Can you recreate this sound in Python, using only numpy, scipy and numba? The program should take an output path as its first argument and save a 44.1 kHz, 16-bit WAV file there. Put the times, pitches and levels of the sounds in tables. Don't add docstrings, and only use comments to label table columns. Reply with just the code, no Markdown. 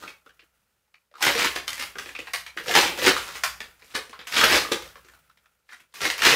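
import sys
import numpy as np
from scipy import signal
from scipy.fft import rfft, irfft, next_fast_len
from scipy.io import wavfile
from scipy.ndimage import uniform_filter1d, minimum_filter1d, map_coordinates
from numba import njit

SR = 44100
rng = np.random.default_rng(int(sys.argv[2]) if len(sys.argv) > 2 else 0)


def gain_from_db(level_db):
    decades = np.asarray(level_db, float) / 20
    return 10 ** decades


def transcribe(signal):
    frames = np.atleast_2d(signal).T
    limited = np.clip(frames, -1, 1)
    pcm = np.round(limited * 32767).astype(np.int16)
    wavfile.write(sys.argv[1], SR, pcm)


N = 280035


def unit(x):
    return x / np.sqrt(np.mean(x ** 2) + 1e-20)


def along(points, hz):
    f, v = np.transpose(points)
    return np.interp(np.log(hz + 1), np.log(f + 1), v)


def wobble(rate, s):
    knots = rng.standard_normal(int(N * rate / SR) + 4)
    return map_coordinates(knots, [s * rate], mode="nearest")


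def noise(spectrum):
    m = next_fast_len(N + 8192)
    colour = gain_from_db(along(spectrum, np.fft.rfftfreq(m, 1 / SR)))
    return unit(irfft(rfft(rng.standard_normal(m)) * colour, m)[:N])


@njit
def add(out, start, size, turn, life):
    for g in range(len(start)):
        z = size[g] + 0j
        for i in range(start[g], min(start[g] + life[g], len(out))):
            out[i] += z.imag
            z *= turn[g]


def facets(s, db, hz, cycles):
    out = np.zeros(N)
    start = np.clip(s * SR, 0, N - 1).astype(np.int64)
    size = gain_from_db(db) * np.sign(rng.standard_normal(np.shape(db)))
    turn = np.exp((2j * np.pi - 1 / cycles) * hz / SR)
    life = (6 * cycles * SR / hz).astype(np.int64)
    add(out, start.ravel(), size.ravel(), turn.ravel(), life.ravel())
    return out


def pitches(u):
    low_hz, top_hz = 90, 16000
    return low_hz * (top_hz / low_hz) ** u


def facet_db(hz, panels_db, creases_db):
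    # f/Hz, level per Hz [dB]
    paper_tone = [(53, -43), (90, -21), (214, -17.5), (330, 3), (376, -0.5), (488, 8), (661, -26),
                  (876, -4), (1190, -3), (1830, 5.5), (5180, -2), (8350, -14), (15000, -19.5), (16000, -28)]
    panels = np.clip(np.log2(900 / hz), 0, 1)
    creases = np.clip(np.log2(hz / 4500), 0, 1)
    return along(paper_tone, hz) + 20 * np.log10(hz / 2000) + panels * panels_db + creases * creases_db


def snaps(count=240, ringing=4, spread=.0021):
    # t/s, peak level/dB, ring f/Hz, big panels level/dB
    cracks = [(1.218, -10.5, 2860, -31.5), (1.382, -16, 2662, -26), (1.266, -2.5, 990, -10.5),
              (1.352, -10, 2328, -7), (1.445, -6, 980, -49), (2.66, -23.5, 1384, -36.5),
              (2.681, -11.5, 3100, -22.5), (2.692, -12, 721, -31), (2.711, -8, 1928, -23),
              (2.738, -7.5, 1930, -27.5), (2.752, 3, 874, -27.5), (2.772, -1, 907, -12),
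              (2.987, -15, 1510, -12), (3.022, -23, 1283, -3), (3.049, -6, 881, -22), (3.069, -4, 1360, -5),
              (4.323, -14.5, 2380, -33), (4.335, -15.5, 1768, -34), (4.364, -9.5, 1860, -22),
              (4.412, -2, 1340, -28.5), (4.499, -6.5, 1747, -14), (5.956, -26.5, 2600, -33),
              (6.006, -16.5, 1990, -44), (6.016, -10, 1900, -20), (6.052, -6.5, 1560, -12.5),
              (6.191, -14.5, 2600, -35), (6.22, -5, 2050, -45), (6.237, -3, 2000, -34),
              (6.25, -0.5, 5370, -36), (6.267, 0.5, 1750, -7.5)]
    crisp = [(1.225, -2, 1380, -22), (1.679, -10.5, 2480, -55), (1.73, -16.5, 2310, -28),
             (1.778, -21, 2350, -25), (1.795, -14, 2160, -18), (1.823, -14.5, 2360, -35),
             (2.335, -7.5, 2397, -34), (2.975, -19, 900, -14), (3.436, -5, 1320, -33.5),
             (4.095, -32, 2200, -9), (4.27, -21, 2460, -43), (4.688, -33, 420, 5),
             (4.822, -25.5, 1340, -12.5), (5.047, -40, 1410, -11), (5.085, -36.5, 1420, -19),
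             (5.94, -29, 1305, -41), (6.179, -16.5, 3260, -32)]
    plain = [
        (1.561, -8.5, 1862, -14.5),
        (1.985, -14, 1860, -36),
        (2.09, -21.5, 2277, -49),
        (2.189, -18.5, 2480, -8.5),
        (2.464, -20.5, 2275, -37),
        (3.287, -21.5, 1380, -21),
        (3.604, -15.5, 1807, -21),
        (4.719, -4, 3560, -38),
        (6.1, -5.5, 3430, -37),
    ]
    dull = [(0.025, -27.5, 1340, -32), (0.035, -25, 1330, -7.5), (0.078, -23, 2300, -21),
            (0.394, -35, 2500, -27), (1.955, -25.5, 1400, -10.5), (2.059, -25, 2700, -8.5),
            (2.151, -21, 2530, -23), (2.271, -21.5, 2180, -38), (2.573, -15.5, 2010, -27),
            (3.165, -12, 1340, -36), (3.953, -12.5, 1870, -10), (4.13, -27, 1210, -26.5),
            (4.191, -24, 3050, -13.5), (4.212, -26.5, 2240, -25), (4.649, -20, 1240, -13)]
    ticks = [(.262, -38, 1280, -8), (0.293, -39.5, 1420, -30), (0.425, -46.5, 2255, -6),
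             (0.617, -62, 1700, -22), (0.878, -59, 910, -15), (.941, -39, 2270, -34),
             (1.114, -48, 567, -11), (1.14, -40, 1310, -14), (1.154, -34, 1400, -18.5),
             (1.181, -35, 910, -19), (3.357, -26, 1300, -41), (3.821, -34.5, 2110, -18),
             (4.128, -38, 506, -22), (4.956, -31.5, 1338, -16), (1.207, -23, 900, -21),
             (5.135, -42, 1390, -21), (5.174, -51.5, 1250, -17), (5.297, -43.5, 1410, -38),
             (5.373, -42.5, 2130, -36), (5.442, -55, 1390, -28), (5.458, -43, 1474, -36),
             (5.69, -35.5, 1840, -32.5), (5.721, -33, 1420, -23.5), (5.73, -32, 1820, -36),
             (0.056, -45, 2300, -32)]
    # fine creases/dB, ring/dB, aftershocks/dB
    timbres = [
        (-20, 0.5, -1),
        (-15, -2, 3.5),
        (-23.5, 0.5, -0.5),
        (-37.5, 5, 1.5),
        (-28.5, 5.5, -2),
    ]
    kinds = cracks, crisp, plain, dull, ticks
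    s, peak_db, ring_hz, panels_db = np.vstack(kinds).T[:, :, None]
    creases_db, ring_db, after_db = np.repeat(timbres, [len(k) for k in kinds], axis=0).T[:, :, None]

    lag, size, u = np.moveaxis(rng.random((len(s), count, 3)), 2, 0)
    hz = pitches((np.arange(count) + u) / count)

    after_s, after_fade_db = .07, 20
    after = np.arange(count) % 2 == 1
    late = spread * ((-np.log(1 - lag)) ** .75 * 1.4 - .2)
    late = np.where(after, after_s * lag, late)
    spray_db = peak_db - 21 + facet_db(hz, panels_db + 19, creases_db + 22) + 16 * (size - .7)
    spray_db = spray_db + after * (after_db - after_fade_db * lag)
    small = hz > 900
    fine = facets((s + late)[small], spray_db[small], hz[small], cycles=2.1)
    broad = facets((s + late)[~small], spray_db[~small], hz[~small], cycles=2.1)

    near_hz = ring_hz * (1 + .25 * (lag[:, :ringing] - .5))
    near_db = peak_db + ring_db - 13 + 6 * (size[:, :ringing] - .5)
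    ring = facets(s + late[:, -2 * ringing::2], near_db, near_hz, cycles=3)
    no_bass = signal.butter(3, 650, "high", fs=SR, output="sos")
    return broad + signal.sosfilt(no_bass, fine + ring)


def force(s):
    hauls = [(1.251, -16, .04, 0.18, -13.5), (1.393, -15.5, .08, 0.11, -18),
             (1.454, -20.5, .05, 0.04, -1.5), (1.56, -22.5, .008, .006, -27), (2.697, -24, .045, .12, -2),
             (2.75, -10, .016, .1, -12.5), (2.796, -13, .04, 0.12, -5.5), (3.088, -9, .09, 0.024, -4.5),
             (3.952, -15, 0.0085, 0.023, -7.5), (4.369, -13.5, .05, 0.2, -16.5),
             (4.43, -15.5, .06, 0.098, -10), (4.535, -9.5, .08, 0.087, -5.5), (4.72, -18.5, .008, 0.026, 2),
             (6.053, -16.5, .055, 0.067, -12.5), (6.264, -7.5, .055, 0.11, -15.5),
             (6.34, -14.5, .08, 0.0089, -1)]
    drags = [(.01, -45, 0.17, .1, -1.5), (.08, -42.5, .008, .03, -10), (1.677, -39, .012, .2, -27.5),
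             (1.822, -31, .07, .055, -29.5), (2.0, -40.5, .055, .2, -4), (2.19, -49, .07, .13, -6),
             (2.28, -44, .05, .04, -13.5), (2.568, -39.5, .004, .2, 1.5), (3.164, -29, .01, .25, -19),
             (3.301, -40.5, .1, .1, -11.5), (3.356, -27, .02, .04, -18.5), (3.93, -47.5, 0.24, .01, -18),
             (4.013, -50, .03, .11, -9.5), (4.273, -31.5, .006, .1, -26.5), (4.629, -35, .05, .05, 0.5),
             (4.259, -46.5, .03, .01, -25.5), (4.87, -48, .12, 0.14, -22), (5.08, -63, 0.13, .08, -22),
             (5.736, -48, .06, .04, -17.5), (5.806, -51.5, .06, .04, -21), (5.944, -40, .005, .1, -15.5),
             (6.159, -43, .05, .08, -27.5)]
    peak_s, db, rise, fall, panels_db = np.transpose(hauls + drags)[:, :, None]
    grid = np.arange(0, N / SR, 1 / 1000)
    away = np.where(grid < peak_s, (peak_s - grid) / np.abs(rise), (grid - peak_s) / np.abs(fall))
    curve = 1.09
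    power = gain_from_db(2 * np.maximum(db - 20 * away ** curve, -150))
    total = power.sum(0)
    share_db = (power * panels_db).sum(0) / total
    return [np.interp(s, grid, v) for v in (10 * np.log10(total), share_db)]


def crumple(count=36000, spike_db=3.5, clump_db=2.1):
    when, size, u = rng.random((3, count))
    s = when * N / SR
    hz = pitches(u)
    now_db, panels_db = force(s)
    creases_db = -18 - 0.3 * np.maximum(now_db, -45)
    clumps = clump_db * (wobble(90, s) + 0.33 * wobble(300, s))
    spikes = -spike_db * np.log(1 - .99 * size)
    db = facet_db(hz, panels_db + 10, creases_db + 14) + spikes + clumps
    swell = gain_from_db(force(np.arange(N) / SR)[0] - 5)
    return swell * unit(facets(s, db, hz, cycles=1.4))


def room(x, block=4096):
    # delay t/s, level/dB
    echoes = [
        (.005, -13.5),
        (0.012, -6.5),
        (0.024, -12.5),
        (0.038, -16),
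    ]
    # f/Hz, t60/s
    decay = [(150, 0.047), (600, 0.39), (2000, 0.33), (6000, 0.33), (14000, 0.36)]
    out, t = np.zeros(N + block + SR), np.arange(SR // 3) / SR
    for a in range(0, N, block):
        hz, frames, z = signal.stft(rng.standard_normal(SR // 3), SR, nperseg=256)
        fading = z * gain_from_db(-60 * frames / along(decay, hz)[:, None])
        tail = signal.istft(fading, SR, nperseg=256)[1][:len(t)]
        tail = gain_from_db(-2.5) * tail * (1 - np.exp(-t / 0.0022)) / np.linalg.norm(tail)
        early = 0
        for delay_s, db in echoes:
            off = np.abs(t - delay_s - rng.normal(0, 0.00071))
            early = early + gain_from_db(db - 15.5) * np.exp(-off / 0.0011)
        wet = signal.fftconvolve(x[a:a + block], tail + early * rng.standard_normal(len(t)))
        out[a:a + len(wet)] += wet
    return out[:N]


def suppressed(x, knee_db=-59):
    power = np.abs(uniform_filter1d(x ** 2, size=400))
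    return x * np.sqrt(power / (power + gain_from_db(2 * knee_db)))


def follow(loud_db, t):
    return signal.lfilter([1 / (t * SR)], [1, 1 / (t * SR) - 1], loud_db)


def background(paper):
    # f/Hz, level per Hz [dB]
    rustle_tone = [(47, -36.5), (80, -24.5), (222, -22.5), (643, -13), (1120, -17), (1370, -4.5),
                   (1600, -13), (2660, -14.5), (4140, -21.5), (16000, -21.5)]
    hiss_tone = [(50, -39), (85, -8.5), (183, -9.5), (213, -4), (254, -12.5), (560, -4), (682, -17.5),
                 (849, -6), (1180, -10.5), (16000, -17.5)]
    rumble_tone = [(20, -14), (45, -5), (75, -2.5), (160, -9), (260, -13.5), (400, -39)]
    # f/Hz, level/dB
    mains = [
        (60, -5),
        (162, -14),
    ]
    s = np.arange(N) / SR

    shut_db, open_at_start_db = -70, -43
    power = np.abs(uniform_filter1d(paper ** 2, size=400)) + gain_from_db(2 * shut_db)
    loud_db = 10 * np.log10(power) - open_at_start_db
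    quick = follow(loud_db, 0.043) + open_at_start_db
    slow = follow(loud_db, 0.18) + open_at_start_db
    hold = int(.42 * SR)
    held = -minimum_filter1d(-slow, size=hold, origin=(hold - 1) // 2, mode="nearest")
    held = uniform_filter1d(held, size=SR // 12)
    rustle_db = np.minimum(-28 + 0.37 * quick + 0.38 * held, -50)
    hum_db = -27 + 0.44 * quick + 0.37 * held

    rustle = gain_from_db(rustle_db - 2 + 1.5 * wobble(40, s) + 1.5 * wobble(150, s)) * noise(rustle_tone)
    hum = gain_from_db(-8.5) * noise(rumble_tone)
    for hz, db in mains:
        hum += gain_from_db(db + 0.89 * wobble(35, s)) * np.sin(2 * np.pi * hz * s + .4 * wobble(5, s))
    hiss = gain_from_db(-78 + 0.88 * wobble(30, s)) * noise(hiss_tone)
    heave_db = -23 + 1.59 * uniform_filter1d(force(s)[0], size=SR // 16)
    thump = gain_from_db(heave_db + 3 * wobble(20, s)) * noise(rumble_tone)
    return thump + rustle + gain_from_db(hum_db) * hum + hiss


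def scene():
    thin_sheet = signal.butter(1, 220, "high", fs=SR, output="sos")
    paper = signal.sosfilt(thin_sheet, crumple() + snaps())
    heard = gain_from_db(-1.0) * paper + suppressed(room(paper))
    return (heard + background(heard))[None]


def low_pass(x):
    return signal.sosfilt(signal.butter(12, 16590, fs=SR, output="sos"), x)


def record(dry):
    thin = signal.sosfilt(signal.butter(2, 28, "high", fs=SR, output="sos"), dry)
    soft = thin / (1 + np.abs(thin / .97) ** 6) ** (1 / 6)
    narrow = signal.sosfiltfilt(signal.cheby2(16, 60, 16300, fs=SR, output="sos"), soft)
    return low_pass(narrow)


dry = scene()
out = record(dry)
transcribe(out)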